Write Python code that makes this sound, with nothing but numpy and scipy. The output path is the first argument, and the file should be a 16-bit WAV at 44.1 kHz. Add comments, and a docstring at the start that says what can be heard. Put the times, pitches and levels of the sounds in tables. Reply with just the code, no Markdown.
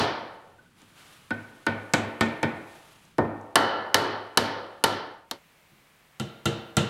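"""The last ring of a hard blow dies away in a live workshop, then come faint touches, light taps and hard blows.
A steel hammer drives wooden wedges into a low stool's leg ends, and the sound cross-fades to a taller stool.
Each blow is a set of damped modes, noise bursts for crack and grain, and a room tail with one wall echo.
Filtered noise makes the air and the sleeve's swish; short bright bursts are wedges slipping and handling ticks.
The microphone chain cuts rumble, turns its gain down after loud sound and rounds off the peaks that slip past."""
import sys
import numpy as np
from scipy import signal
from scipy.fft import rfft, irfft, next_fast_len
from scipy.io import wavfile

SR = 44100
rng = np.random.default_rng(int(sys.argv[2]) if len(sys.argv) > 2 else 0)


def write(x):
    x = np.atleast_2d(x).T
    wavfile.write(sys.argv[1], SR, np.round(np.clip(x, -1, 1) * 32767).astype(np.int16))


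N = 303849
RING_SIZE = 2 ** 15  # samples that each impact may ring
RING_TIME = np.arange(RING_SIZE, dtype='f') / SR  # s


def amp(db):
    """Decibels as an amplitude factor."""
    return 10 ** (np.asarray(db) / 20)


def decay(t60):
    """A fall of 60 dB in t60 seconds; one row for each t60."""
    rate = np.asarray(np.log(1000) / t60, 'f')[..., None]
    return np.exp(np.maximum(-rate * RING_TIME, -20))


def rise(time_constant):
    """An exponential build-up from nothing towards 1; time constant in seconds."""
    return 1 - decay(time_constant * np.log(1000))


def cut(x, hz, kind, order=2):
    """A causal low-pass or high-pass."""
    cutoff = min(hz, SR / 2 - 1)
    return signal.sosfilt(signal.butter(order, cutoff, kind, fs=SR, output='sos'), x)


def add(track, s, sound):
    """Mix a sound into the track from time s on; what falls outside the track is dropped."""
    start = round(s * SR)
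    part = sound[max(-start, 0):N - start]
    track[max(start, 0):][:len(part)] += part


def hiss(spectrum):
    """Steady noise of rms 1 with the given colour."""
    hz, db = np.transpose(spectrum)
    size = next_fast_len(N)
    log_hz = np.log(np.fft.rfftfreq(size, 1 / SR) + 1)
    gain = amp(np.interp(log_hz, np.log(hz), db))
    x = irfft(rfft(rng.standard_normal(size)) * gain, size)[:N]
    return x / x.std()


def banded_noise(centres):
    """White noise split into overlapping bands, one row per band."""
    log_hz = np.log(np.fft.rfftfreq(RING_SIZE, 1 / SR) + 1)
    shares = np.array([np.interp(log_hz, np.log(centres), peak) for peak in np.eye(len(centres))], 'f')
    return irfft(rfft(rng.standard_normal(RING_SIZE, dtype='f')) * shares)


# Colour of the air around each stool. Each row: frequency in Hz, relative noise density in dB per Hz.
LOW_STOOL_AIR = [(20, 9.5), (40, -4), (150, 7), (300, -1), (700, -16.5), (1600, -11.5), (3000, -18.5),
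                 (6000, -37), (15000, -30.5)]
TALL_STOOL_AIR = [(15, -23), (25, -9), (123, -10.5), (153, -2), (185, -8.5), (317, -14.5), (575, -12),
                  (1890, -13), (2160, -11.5), (5430, -24.5), (7920, -25), (16000, -27.5)]


def workshop_air(colour, level_db):
    """The steady air at the microphone: coloured noise at one level."""
    return amp(level_db) * hiss(colour)


# The live workshop's diffuse tail. Each row: frequency in Hz, t60 in seconds, relative level in dB.
ROOM = [(59.45, 1, -1.5), (121, 0.45, -0.5), (220, 0.54, 2.5), (485, 0.97, 0), (1100, 0.94, -2),
        (2280, 0.75, -1.5), (4300, 0.63, -7), (5600, 0.36, -12.5), (7440, 0.26, -9.5), (14390, 0.28, -13)]


def reverberation(hz, build_up=0.0043):
    """The envelope of the room's answer to a click in each band: a quick build-up, then a decay."""
    room_hz, t60, db = np.transpose(ROOM)
    t60, db = (np.interp(np.log(hz), np.log(room_hz), column) for column in (t60, db))
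    energy = t60 * SR / (2 * np.log(1000))
    return (amp(db) / np.sqrt(energy)).astype('f')[:, None] * decay(t60) * rise(build_up)


def workshop(x, wet_db):
    """A ringing sound together with the room's answer: convolution with a decaying noise tail."""
    hz = [row[0] for row in ROOM]
    tail = (reverberation(hz) * banded_noise(hz)).sum(0)
    return x + amp(wet_db) * signal.fftconvolve(x, tail)[:RING_SIZE]


def wall_echo(x, echo_db=-17, dull_hz=4000):
    """The nearest wall returns one dull copy, late by its longer path to the microphone."""
    delay = round(.0215 * SR)  # 21.5 ms
    late = np.pad(x, (delay, 0))[:len(x)]
    return x + amp(echo_db) * cut(late, dull_hz, 'lowpass')


def swish(start, length):
    """The envelope of one arm movement: attack, hold, release."""
    attack_s, release_s = 0.042, 0.15  # the cloth speeds up, comes to rest
    t = np.arange(N) / SR - start
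    return np.clip(np.minimum(t / attack_s, 1 - (t - length) / release_s), 0, 1)


# Arm movements that rub the sleeve. Each row: start in seconds, length in seconds, level in dB.
SWISHES = [(0.746, 2.31, -63), (0.938, 0.21, -57.5), (2.638, 0.25, -60.5)]
# Colour of the jacket cloth. Each row: frequency in Hz, relative noise density in dB per Hz.
CLOTH = [(180, -29), (300, -2.5), (455, -2), (1320, 2.5), (1720, -0.5), (3080, 0), (5430, -8.5),
         (10400, -9.5), (16000, -20.5)]


def sleeve(rustle_db=-68.5, flutter_db=1):
    """Jacket cloth slides over itself with each arm movement, catching a little; rustle_db holds between them."""
    count = N // 600  # one random catch about every 600 samples
    catches = np.interp(np.arange(N), np.linspace(0, N, count), rng.standard_normal(count))
    power = amp(rustle_db) ** 2 + sum((amp(db) * swish(s, length)) ** 2 for s, length, db in SWISHES)
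    return np.sqrt(power) * amp(flutter_db * catches) * hiss(CLOTH)


def burst(bands, wet_db):
    """A noisy impact: each band dies at its own speed and hands its energy to the room's diffuse tail."""
    hz, t60, db = np.transpose(bands)
    direct = decay(t60) ** 2
    diffuse = float(amp(wet_db)) ** 2 * direct.sum(1, keepdims=True) * reverberation(hz) ** 2
    return amp(db).astype('f') @ (np.sqrt(direct + diffuse) * banded_noise(hz))


# Short bright rasps as wedges slip under blows, and faint ticks of handling between them.
# Each row: time in seconds, level in dB.
RASPS_AND_TICKS = [(.817, -50), (1.9362, -14.5), (2.2092, -22.5), (2.429, -36.5), (3.052, -51.5),
                   (3.412, -54), (6.198, -29.5), (6.456, -21), (6.768, -14)]
# Colour of these rasps and ticks. Each row: frequency in Hz, t60 in seconds, relative density in dB per Hz.
RASP_BANDS = [(2040, .03, -20), (4620, .03, -17), (5750, 0.013, 5), (7630, 0.017, 4), (9200, 0.026, -10),
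              (15000, .03, -40)]


def rasps_and_ticks(start, end, wet_db=3):
    """Bright rasps of slipping wedges and faint handling ticks between two times: short noise bursts with room."""
    out = np.zeros(N)
    for s, db in RASPS_AND_TICKS:
        if start <= s < end:
            add(out, s, amp(db) * burst(RASP_BANDS, wet_db))
    return out


def mode(hz, t60, rise_cycles=0.7, scatter_db=1):
    """One damped mode; low modes take longer to build up, and its level scatters at random."""
    phase = 2 * np.pi * (float(hz) * RING_TIME + rng.random())
    return amp(scatter_db * rng.normal()) * (rise(rise_cycles / hz) * decay(t60) * np.sin(phase))


# A wedge not yet tight. Each row: frequency in Hz, t60 in seconds, relative level in dB.
WEDGE = [(1475, 0.06, -5.5), (1520.5, 0.058, -8.5), (1522, 0.028, -16.5)]


def wedge_ring(level_db, wet_db=-7):
    """A loose wedge rings in a few slowly built modes, heard with the room."""
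    ring = sum(amp(db) * mode(hz, t60, rise_cycles=10.0) for hz, t60, db in WEDGE)
    return workshop(amp(level_db) * ring, wet_db)


# Steel meeting end grain. Each row: frequency in Hz, t60 in seconds, relative density in dB per Hz.
CRACK = [(250, 0.0091, 2), (1213, 0.018, -0.5), (1780, 0.02, -13.5), (2650, 0.0066, -4), (3160, 0.027, 1.5),
         (3700, 0.059, -5), (4334, .018, 2.5), (6600, 0.0073, 1.5), (10640, 0.026, -7.5),
         (14900, 0.012, -19.5)]


def steel_crack(strength_db, contact_hz, wet_db):
    """The noisy crack of steel on wood, weaker as the contact softens."""
    hard_contact_hz, db_per_octave = 8600, 10.5  # a square hit; crack lost below it
    crack_db = strength_db + db_per_octave * np.log2(contact_hz / hard_contact_hz)
    return amp(crack_db) * burst(CRACK, wet_db)


def struck_at(place, table):
    """Where the seat is struck decides how strongly each mode answers: rows (Hz, t60 s, dB)."""
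    return [(hz, t60, dbs[0] + place * (dbs[-1] - dbs[0])) for hz, t60, *dbs in table]


def seat_and_legs(modes, knock_db):
    """The struck stool's ring: the seat follows the knock, the low modes the legs' thump on the bench."""
    thump_db = -3 + 0.75 * knock_db  # the thump grows more slowly than the blow
    legs_top_hz = 350
    ring = 0
    for hz, t60, db in modes:
        strength_db = thump_db if hz < legs_top_hz else knock_db
        ring = ring + amp(db + strength_db) * mode(hz, t60)
    return ring


def hammering(blows, modes, grain, near_wet_db, spread_time, hard_crack_db,
              far_wet_db=-2.5, ring_wet_db=-2, grain_db=-1):
    """Each contact cracks on the wedge, rings the seat and thumps the legs on the bench."""
    out = np.zeros(N)
    for s, knock_db, contact_hz, wedge_db, place in blows:
        place = np.clip(place, 0, 1)
        wet_db = near_wet_db + place * (far_wet_db - near_wet_db)
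        ring = seat_and_legs(struck_at(place, modes), knock_db)
        wood = workshop(ring, wet_db + ring_wet_db)
        wood += amp(knock_db + grain_db) * burst(struck_at(place, grain), wet_db)
        # the blow takes a moment to spread through the stool; a soft contact leaves the high modes quiet
        wood = cut(wood * rise(spread_time), contact_hz, 'lowpass', order=3)
        crack = steel_crack(knock_db + hard_crack_db, contact_hz, wet_db)
        add(out, s, wood + wedge_ring(wedge_db) + crack)
    return wall_echo(cut(out, 85, 'highpass', order=3))


# A faint bump, then blows on the tall stool. Each row: start in seconds, strength in dB.
TALL_CONTACTS = [(5.716, -54), (6.198, -13.5), (6.456, -4.5), (6.768, -1)]
# Its clear modes. Each row: frequency in Hz, t60 in seconds, level in dB relative to the blow.
TALL_MODES = [(114, 0.58, -25), (137.3, 0.069, -4.5), (210.3, 0.13, -11.5), (339.8, 0.18, -18.5),
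              (464, 0.74, -35.5), (636, 0.043, -19), (775, 0.041, -18), (1374, 0.046, -12),
              (2000, 0.041, -22), (2760, 0.18, -29.5), (3190, 0.088, -28)]
# Its crowd of weak, close modes. Each row: frequency in Hz, t60 in seconds, relative density in dB per Hz.
TALL_GRAIN = [(151, 0.016, 6.5), (595, 0.22, -11), (1050, 0.091, -12.5), (1540, 0.11, -13.5),
              (2410, 0.089, -19), (3070, 0.11, -6), (3260, 0.069, -30), (3580, 0.074, -5.5),
              (4700, 0.017, -10.5), (15500, 0.084, -12)]


def tall_stool():
    """The taller stool, bumped then hammered; contact and place stay the same throughout."""
    contact_hz, wedge_db = 6540, -32  # contact cut-off; wedge ring relative to the strength
    blows = [(s, db, contact_hz, db + wedge_db, 0) for s, db in TALL_CONTACTS]
    return hammering(blows, TALL_MODES, TALL_GRAIN, near_wet_db=0.06, spread_time=0.004,
                     hard_crack_db=-11.5, ring_wet_db=-7.5)


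# The low stool: a hard blow's end, light touches, taps on the far wedge, a dull blow, then hard blows
# nearer the middle. Each row: start in seconds, strength in dB, contact cut-off in Hz, wedge ring in dB,
# place from 0 (near wedge) to 1 (far wedge).
LOW_CONTACTS = [(-.085, 2.5, 9600, -27, 0.68), (.583, -57, 2500, -37, 0.86), (.653, -64, 2500, -43, .7),
                (.817, -47, 3520, -60, 0.82), (1.0, -55, 500, -42, 0.63), (1.306, -17.5, 2330, -6.5, 0.99),
                (1.666, -9, 2600, -5, 0.91), (1.936, -4.5, 3060, -10, .89), (2.209, -6, 2960, -13, 0.94),
                (2.430, -7.5, 2300, -10, 1), (3.183, -3, 1300, -22, 0.94), (3.5565, -2, 7500, -16.5, 0.18),
                (3.944, -2.5, 8500, -19, 0.44), (4.3735, -4.5, 9150, -30, 0.49),
                (4.8395, -6, 9430, -29, 0.46), (5.312, -1, 9200, -20, .6)]
# Its clear modes; the last four rows, near 3 kHz and 4-4.5 kHz, ring in the steel hammer head. 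Each row:
# frequency in Hz, t60 in seconds, dB relative to a near blow, to a far blow.
LOW_MODES = [(104.5, 0.46, -29, -23.5), (156.3, .2, -29, -26.5), (230.2, 0.15, -31, -15),
             (301, 0.092, -25, -10.5), (357, 0.19, -22, -26), (426, 0.12, -21.5, -23.5),
             (501.4, 0.11, -18, -24.5), (555.2, 0.19, -20.5, -28), (668, 0.085, -23, -18),
             (766, 0.088, -13.5, -23.5), (904.4, 0.16, -11.5, -20), (1130, 0.031, -20, -38),
             (1234, 0.12, -25, -28.5), (1357, 0.18, -14, -29.5), (1475, 0.12, -22, -29.5),
             (1740, 0.098, -12.5, -24.5), (1821, 0.13, -37.5, -17), (2309, 0.14, -42, -27),
             (2990, 0.24, -37.5, -39.5), (2970, 0.11, -27, -42.5), (4050, 0.054, -17.5, -40),
             (4450, 0.073, -25.5, -40)]
# Its weak, close modes. Each row: frequency in Hz, t60 in seconds, relative dB per Hz struck near, struck far.
LOW_GRAIN = [(166, 0.17, -19, -0.5), (261, 0.073, 8, -2), (505, 0.22, 3, -4.5), (820, 0.099, 8.5, -2),
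             (1280, 0.051, 10.5, -1.5), (1842, 0.085, 5.5, -8), (2347, 0.042, -11.5, 4),
             (2920, 0.026, 6, -9.5), (2940, 0.04, 15, -0.5), (3243, 0.12, -25.5, -4), (4220, 0.06, 2, 0),
             (5100, 0.06, -17, 2), (7850, 0.015, -23.5, -12), (15000, 0.033, -17, -27)]


def low_stool():
    """The low stool touched, tapped and hammered anywhere between its near and far wedge."""
    return hammering(LOW_CONTACTS, LOW_MODES, LOW_GRAIN, near_wet_db=1.0, spread_time=0.0012,
                     hard_crack_db=-0.5)


def gain_control(x, threshold_db=-15, slope=0.97, attack=0.003, release_db=30):
    """The gain drops within milliseconds of a loud sound and returns at release_db a second."""
    pole = np.exp(-1 / (attack * SR))
    level_db = 10 * np.log10(signal.lfilter([1 - pole], [1, -pole], x ** 2) + 1e-12)
    # a running maximum on a rising ramp gives a held peak that falls at the release speed
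    ramp = release_db * np.arange(N) / SR
    over_db = np.maximum.accumulate(np.maximum(level_db - threshold_db, 0) + ramp) - ramp
    reduction_db = min(slope, 1) * signal.lfilter([1 - pole], [1, -pole], over_db)
    return x * amp(-reduction_db)


def microphone(x, drive_db=2):
    """A rumble filter, gain control, then rounded clipping of the peaks that slip past it."""
    x = gain_control(cut(x, 30, 'highpass') * amp(drive_db))
    ceiling = .58
    return x / (1 + (x / ceiling) ** 6) ** (1 / 6)


# The cross-fade between the stools. Each row: time in seconds, gain of the low stool's sound.
FADE = [(4.9, 1), (5.15, 0.75), (5.31, 0.17), (5.4, 0)]


def scene():
    """The low stool fades out while the tall stool fades in, each through its own microphone chain."""
    change = FADE[-1][0]
    low = low_stool() + rasps_and_ticks(0, change) + sleeve() + workshop_air(LOW_STOOL_AIR, -63.5)
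    tall = tall_stool() + rasps_and_ticks(change, N / SR) + workshop_air(TALL_STOOL_AIR, -62)
    fade = np.clip(np.interp(np.arange(N) / SR, *np.transpose(FADE)), 0, 1)
    return (fade * microphone(low) + (1 - fade) ** 2 * microphone(tall))[None]


def record(dry):
    """The recorder's band limit: the treble rolls off steeply around top_hz."""
    top_hz = 16200
    size = next_fast_len(N + 8192)
    band = np.clip((top_hz - np.fft.rfftfreq(size, 1 / SR)) / 1000 + .5, 0, 1) ** 2
    return irfft(rfft(dry, size) * band, size)[:, :N]


dry = scene()
out = record(dry)
write(out)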